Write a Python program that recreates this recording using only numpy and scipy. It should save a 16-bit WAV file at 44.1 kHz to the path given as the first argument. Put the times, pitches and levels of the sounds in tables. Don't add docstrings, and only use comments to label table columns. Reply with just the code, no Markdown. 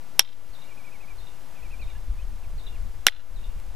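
import sys
import numpy as np
from scipy import signal
from scipy.fft import rfft, irfft, next_fast_len
from scipy.io import wavfile
from scipy.ndimage import uniform_filter1d, map_coordinates

SR = 44100
rng = np.random.default_rng(int(sys.argv[2]) if len(sys.argv) > 2 else 0)


def level_to_linear(level):
    exponent = np.asarray(level, float) / 20
    return 10 ** exponent


def inscribe(sig):
    pcm = np.round(np.clip(np.atleast_2d(sig).T, -1, 1) * 32767)
    wavfile.write(sys.argv[1], SR, pcm.astype(np.int16))


N = 165375

# (time [s], rattle level [dB], decay t60 [ms])
BLOWS = [
    (.1936, -18, 56),
    (3.0672, -18.5, 62),
]
# (level [dB], decay t60 [ms])
WOODS = [
    (-8.5, 83),
    (3, 140),
]


def unit(x):
    return x / np.sqrt(np.mean(x ** 2) + 1e-20)


def along(points, hz):
    f, v = np.transpose(points)
    return np.interp(np.log(hz + 1), np.log(f + 1), v)


def wobble(rate):
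    knots = rng.standard_normal(int(N * rate / SR) + 4)
    return map_coordinates(knots, [np.arange(N) * rate / SR])


def filtered(x, response):
    m = next_fast_len(x.shape[-1] + 8192)
    return irfft(rfft(x, m) * response(np.fft.rfftfreq(m, 1 / SR)), m)[..., :x.shape[-1]]


def rush(spectrum, alike, size=N):
    def mid_side(hz):
        turn = np.arccos(np.clip(along(alike, hz), -1, 1)) / 2
        return level_to_linear(along(spectrum, hz)) * [np.cos(turn), np.sin(turn)]

    mid, side = filtered(rng.standard_normal((2, size)), mid_side)
    return unit(np.array([mid + side, mid - side]))


def add(out, s, x):
    part = out[..., round(s * SR):][..., :x.shape[-1]]
    part += x[..., :part.shape[-1]]


def fade(t60_ms, size):
    return level_to_linear(-60e3 * np.arange(size) / SR / t60_ms)


def open_air():
    # (frequency [Hz], level [dB per Hz])
    air_spectrum = [(59, -25.5), (100, 0.5), (343, -6.5), (910, -7), (1680, -13.5), (2370, -15),
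                    (3320, -17.5), (14700, -26), (16000, -35.5)]
    # (frequency [Hz], correlation [-1 to 1])
    air_alike = [(100, 0.57), (600, 0.72), (1400, .8), (4000, 0.72), (8000, 0.8), (15000, 1)]
    level_db = -53 + 0.53 * wobble(3.9)
    return level_to_linear(level_db) * rush(air_spectrum, air_alike)


def wind():
    # (time [s], level [dB])
    course = [(0, -56.5), (1.08, -53.5), (1.15, -37), (1.33, -50.5), (1.57, -55.5), (1.63, -41),
              (1.85, -38.5), (2.0, -39), (2.099, -31.5), (2.3, -34), (2.38, -39), (2.56, -35), (2.64, -38),
              (2.85, -29), (3.0, -43), (3.27, -55.5), (3.32, -36.5), (3.75, -39)]
    # (time [s], lift [dB])
    gusts = [(.51, 11), (1.62, 3.5), (1.71, 1), (1.865, 10.5), (1.96, 7), (2.102, 7.5), (2.165, 4),
             (2.30, 3.5), (2.465, 5), (2.56, 8), (2.79, 3), (3.17, 9), (3.33, 3), (3.40, 4.5), (3.48, 8),
             (3.56, 6)]
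    # (frequency [Hz], level [dB per Hz])
    buffet_spectrum = [(8.8, -30.5), (15, 8.5), (46, 0.5), (139, -27), (173, -33), (400, -46.5), (520, -69),
                       (880, -120)]
    gust_s, even_s = 0.021, .06
    lump_rate, shared_db, own_db, pan_db = 24, 2, 2, 0.5

    t = np.arange(N) / SR
    own = np.array([wobble(lump_rate), wobble(lump_rate)])
    lumps = level_to_linear(shared_db * wobble(lump_rate) + own_db * own)
    rumble = rush(buffet_spectrum, [(30, .78)])
    power = uniform_filter1d((rumble ** 2).mean(0), round(even_s * SR))
    rumble = rumble / np.sqrt(np.abs(power) + .05)
    shoves = sum(lift_db * np.exp(-((t - at) / gust_s) ** 2) for at, lift_db in gusts)
    s, db = np.transpose(course)
    pan = pan_db * np.array([[1], [-1]])
    return unit(lumps * rumble) * level_to_linear(np.interp(t, s, db) + shoves + 1.5 + pan)


def whistle(notes, wet_db, t60_ms, trill=0):
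    waver_db, waver_rate, trill_hz = 2, 60, 70
    out = np.zeros(N)
    for s, length, from_hz, to_hz, db in notes:
        u = np.linspace(0, 1, round(length * SR))
        phase = 2 * np.pi * np.cumsum(from_hz + (to_hz - from_hz) * u) / SR
        add(out, s, level_to_linear(db + 11) * np.sin(np.pi * u) ** 0.48 * np.sin(phase))
    flutter = np.sin(2 * np.pi * trill_hz * np.arange(N) / SR + 2 * wobble(60))
    out = out * level_to_linear(waver_db * wobble(waver_rate)) * (1 + trill * flutter)
    tail = rng.standard_normal((2, SR // 4)) * fade(t60_ms, SR // 4)
    tail = tail / np.linalg.norm(tail[0])
    return out + level_to_linear(wet_db) * signal.fftconvolve(out[None], tail, axes=1)[:, :N]


def far_bird():
    # (time [s], level [dB])
    phrases = [(.53, -59), (1.177, -60), (1.809, -60), (2.576, -58), (3.348, -59.5)]
    # (delay [s], length [s], start [Hz], end [Hz], level [dB])
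    phrase = [(0, 0.0195, 4400, 4130, -3), (0.013, 0.0127, 4150, 3550, -2.5),
              (0.023, 0.019, 3600, 3700, 1.5), (0.046, .038, 3750, 3666, -9.5),
              (0.087, .015, 4050, 3380, 2.5), (.099, 0.0143, 3450, 3710, -2), (.062, 0.055, 2830, 2810, -9),
              (.12, .06, 2820, 2780, -9)]
    notes = []
    for s, db in phrases:
        for delay, length, from_hz, to_hz, note_db in phrase:
            notes.append((s + delay, length, from_hz, to_hz, db - 8.5 + note_db))
    return whistle(notes, *WOODS[1], trill=.7)


def near_bird():
    # (time [s], pitch [Hz], level [dB], fall [Hz], rising note level [dB])
    pairs = [(.615, 2320, -71, 50, -8), (.685, 2360, -60.5, 80, -8), (.768, 2380, -64.5, 151, 1.5),
             (.839, 2340, -62, 80, 2), (.915, 2443, -61.5, 330, -4), (1.001, 2480, -64, 350, 1),
             (1.075, 2370, -62, 79, -1), (1.55, 2450, -67.5, 202, -1), (1.621, 2470, -63, 216, -1.5),
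             (1.703, 2515, -60, 230, -1), (1.79, 2500, -61, 250, -3), (1.87, 2440, -67, 278, 1)]
    # (time [s], length [s], start [Hz], end [Hz], level [dB])
    strays = [(1.948, 0.026, 1640, 1766, -59.5), (2.186, 0.027, 2410, 2680, -60.5),
              (2.213, 0.019, 2900, 3230, -63), (2.431, 0.027, 2890, 2070, -62.5),
              (2.37, .03, 2200, 2400, -69.5), (2.745, 0.032, 2900, 1910, -62.5),
              (3.584, .03, 2490, 1900, -67)]
    rise, rise_s, fall_s = 1.1, 0.0212, 0.032
    notes = []
    for s, hz, db, fall_hz, rise_db in pairs:
        notes.append((s, rise_s, hz / rise ** 0.39, hz * rise, db + rise_db))
        notes.append((s + rise_s, fall_s, hz, hz - fall_hz, db))
    for s, length, from_hz, to_hz, db in strays:
        notes.append((s, length, from_hz, to_hz, db - 5))
    return whistle(notes, *WOODS[0])


def walls(sent):
    # (delay [s], slap level [dB], smear level [dB], smear t60 [ms])
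    echoes = [(.0548, -42.5, -43, 70), (.081, -50, -47, 35), (.095, -50, -45, 100), (.127, -56, -49, 50),
              (.136, -50, -50, 50), (.02, -71, -42, 350)]
    # (frequency [Hz], level [dB])
    far_spectrum = [(700, -25), (1300, 0), (2200, -2), (3000, -3), (3800, 1), (4400, -3), (5600, -14),
                    (8000, -38.5)]
    paths, n = np.zeros((2, SR)), SR // 3
    impulse = np.arange(SR // 100) == SR // 500
    slap = filtered(impulse, lambda hz: level_to_linear(along(far_spectrum, hz)))
    for delay, slap_db, smear_db, t60 in echoes:
        add(paths, delay - .002, level_to_linear(slap_db) * slap / np.linalg.norm(slap))
        smear = rush(far_spectrum, [(1000, 0.59)], size=n) * fade(t60, n)
        add(paths, delay, level_to_linear(smear_db) * smear / np.linalg.norm(smear[0]))
    return signal.fftconvolve(sent.mean(0)[None], paths, axes=1)[:, :N]


def crack_and_rattle():
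    # (frequency [Hz], level [dB per Hz])
    crack_spectrum = [(500, -24), (3000, -8.5), (6500, -5), (8500, -12.5), (11000, -2.5), (15000, -5)]
    # (frequency [Hz], level [dB per Hz])
    rattle_spectrum = [(88, -30.5), (150, -15.5), (291, -11), (2500, -5.5), (3350, -0.5), (4670, -7),
                       (5360, -13.5), (13200, -24.5), (16000, -46)]
    crack_db, crack_t60_ms = -1.5, 4.5
    bright_hz, bright_life = 6500, .9
    out, n = np.zeros((2, N)), SR // 8
    for s, db, t60 in BLOWS:
        crack = rush(crack_spectrum, [(1000, 0.83)], size=n)
        add(out, s, level_to_linear(crack_db) * fade(crack_t60_ms, n) * crack)
        grit = level_to_linear(2.3 * wobble(400)[:n])
        noise = rush(rattle_spectrum, [(1000, 0.29)], size=n)
        dull = filtered(noise, lambda hz: 1 / (1 + (hz / bright_hz) ** 8))
        bright = (noise - dull) * 2 * fade(t60 * bright_life, n)
        add(out, s, level_to_linear(db) * grit * (dull * fade(t60, n) + bright))
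    return out


def ringing():
    # (time [s], level [dB], time until choked [ms], choke [dB])
    contacts = [
        (.1935, 4.5, 3.6, -12.5),
        (3.0671, 5, 2.86, -9),
        (3.0838, -1, 1.9, -18.5),
        (.2046, -15, 3.5, -10),
        (3.0795, -14, 3, -11.5),
        (3.0718, -14, 3.5, -11.5),
        (3.6, -41, 1.5, -12),
        (.2022, -20, 4.5, -8),
        (.2172, -29, 3, -8),
        (.2238, -33, 3, -8),
    ]
    # (frequency [Hz], level [dB], rise [ms], t60 [ms], left-right [dB])
    first, second = [(200.7, -27, .3, 14, 0.5), (788, -21, 0.31, 29, -0.5), (1635, -12.5, 0.82, 14, -0.5),
                     (2390, -8, .5, 12, 0), (2820, -4, .6, 13, -0.5), (3205, -1, 0.45, 10, 0),
                     (3644, -10.5, 0.45, 18, -1), (4640, -18, .4, 14, 0), (5605, 6.5, 2.1, 11.9, -9.5),
                     (7730, -14, .1, 6, -1.5), (9860, -7.5, .1, 5, -1), (11070, -3, .1, 4.3, -2.5),
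                     (12990, -5.5, .14, 3.5, -3), (14700, -6.5, .1, 2.5, -1)], [(330, -25, .3, 20, 1), (787, -23.5, 0.25, 24, -5),
                                     (1140, -13, 0.45, 16, -3.5), (1446, -6.5, .4, 18, -5),
                                     (2310, -8.5, .4, 12, 0), (2890, 3.5, 0.45, 7.7, 2),
                                     (3407, -5, .4, 16, 1.5), (3894, -3.5, 0.37, 10.7, 2),
                                     (5668, -2.5, 0.78, 10, -7), (6840, -8.5, 0.092, 6, -2),
                                     (8020, -16, .1, 8, -1.5), (10550, -2, .2, 3.2, 1.5),
                                     (12850, -5, 0.11, 3.9, -5), (14500, -12, .1, 2.5, -3)]
    bounce, tap, flake = [(486, -24, 0.65, 12, -3), (2000, 4, 1.4, 15, -5), (3500, -2.5, 1.4, 17, -4),
                          (5200, -15, .8, 8, -3), (7600, -27, .3, 5, -2), (10200, -23.5, .3, 5.5, -2.5)], [(3280, 0, 2.2, 22, 0), (5500, -6, 1.2, 16, -2)], [(5500, 0, 1.5, 22, -6), (3700, -7, 1.2, 18, -1)]
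    modes = [first, second, bounce, tap, tap, tap, second, flake, flake, flake]
    choke_ms = 0.27
    out, n = np.zeros((2, N)), SR // 8
    ms = np.arange(n) / SR * 1e3
    for (s, db, grip_ms, choke_db), ring in zip(contacts, modes):
        gripped = 1 / (1 + np.exp(np.clip((grip_ms - ms) / choke_ms, -30, 30)))
        for hz, level, rise, t60, pan in ring:
            tone = np.sin(2 * np.pi * hz * ms / 1e3) * fade(t60, n)
            tone *= (1 - np.exp(-(ms / rise) ** 2)) * level_to_linear(choke_db * gripped)
            add(out, s, level_to_linear(db + level + np.array([[pan / 2], [-pan / 2]])) * tone)
    return out


def gain_dip():
    duck_db, after_s, fall_s, back_s = -6.5, .005, 0.052, 0.33
    t = np.arange(N) / SR
    corners = np.cumsum([0, fall_s, back_s])
    return level_to_linear(sum(np.interp(t - s - after_s, corners, [0, duck_db, 0]) for s, _, _ in BLOWS))


def scene():
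    background = gain_dip() * (open_air() + far_bird() + near_bird())
    rings, noise = ringing(), crack_and_rattle()
    echoes = walls(.35 * rings + noise)
    return rings + noise + echoes + wind() + background


def band_limit(x):
    return signal.sosfilt(signal.butter(12, 16570, fs=SR, output="sos"), x)


def record(dry):
    offset = [
        [.0388],
        [.0086],
    ]
    top_hz = 15500
    clipped = np.clip(dry + offset, -1, 1)
    mix = filtered(clipped, lambda hz: np.clip((top_hz - hz) / 250 + .5, 0, 1) ** 2)
    return band_limit(mix)


dry = scene()
out = record(dry)
inscribe(out)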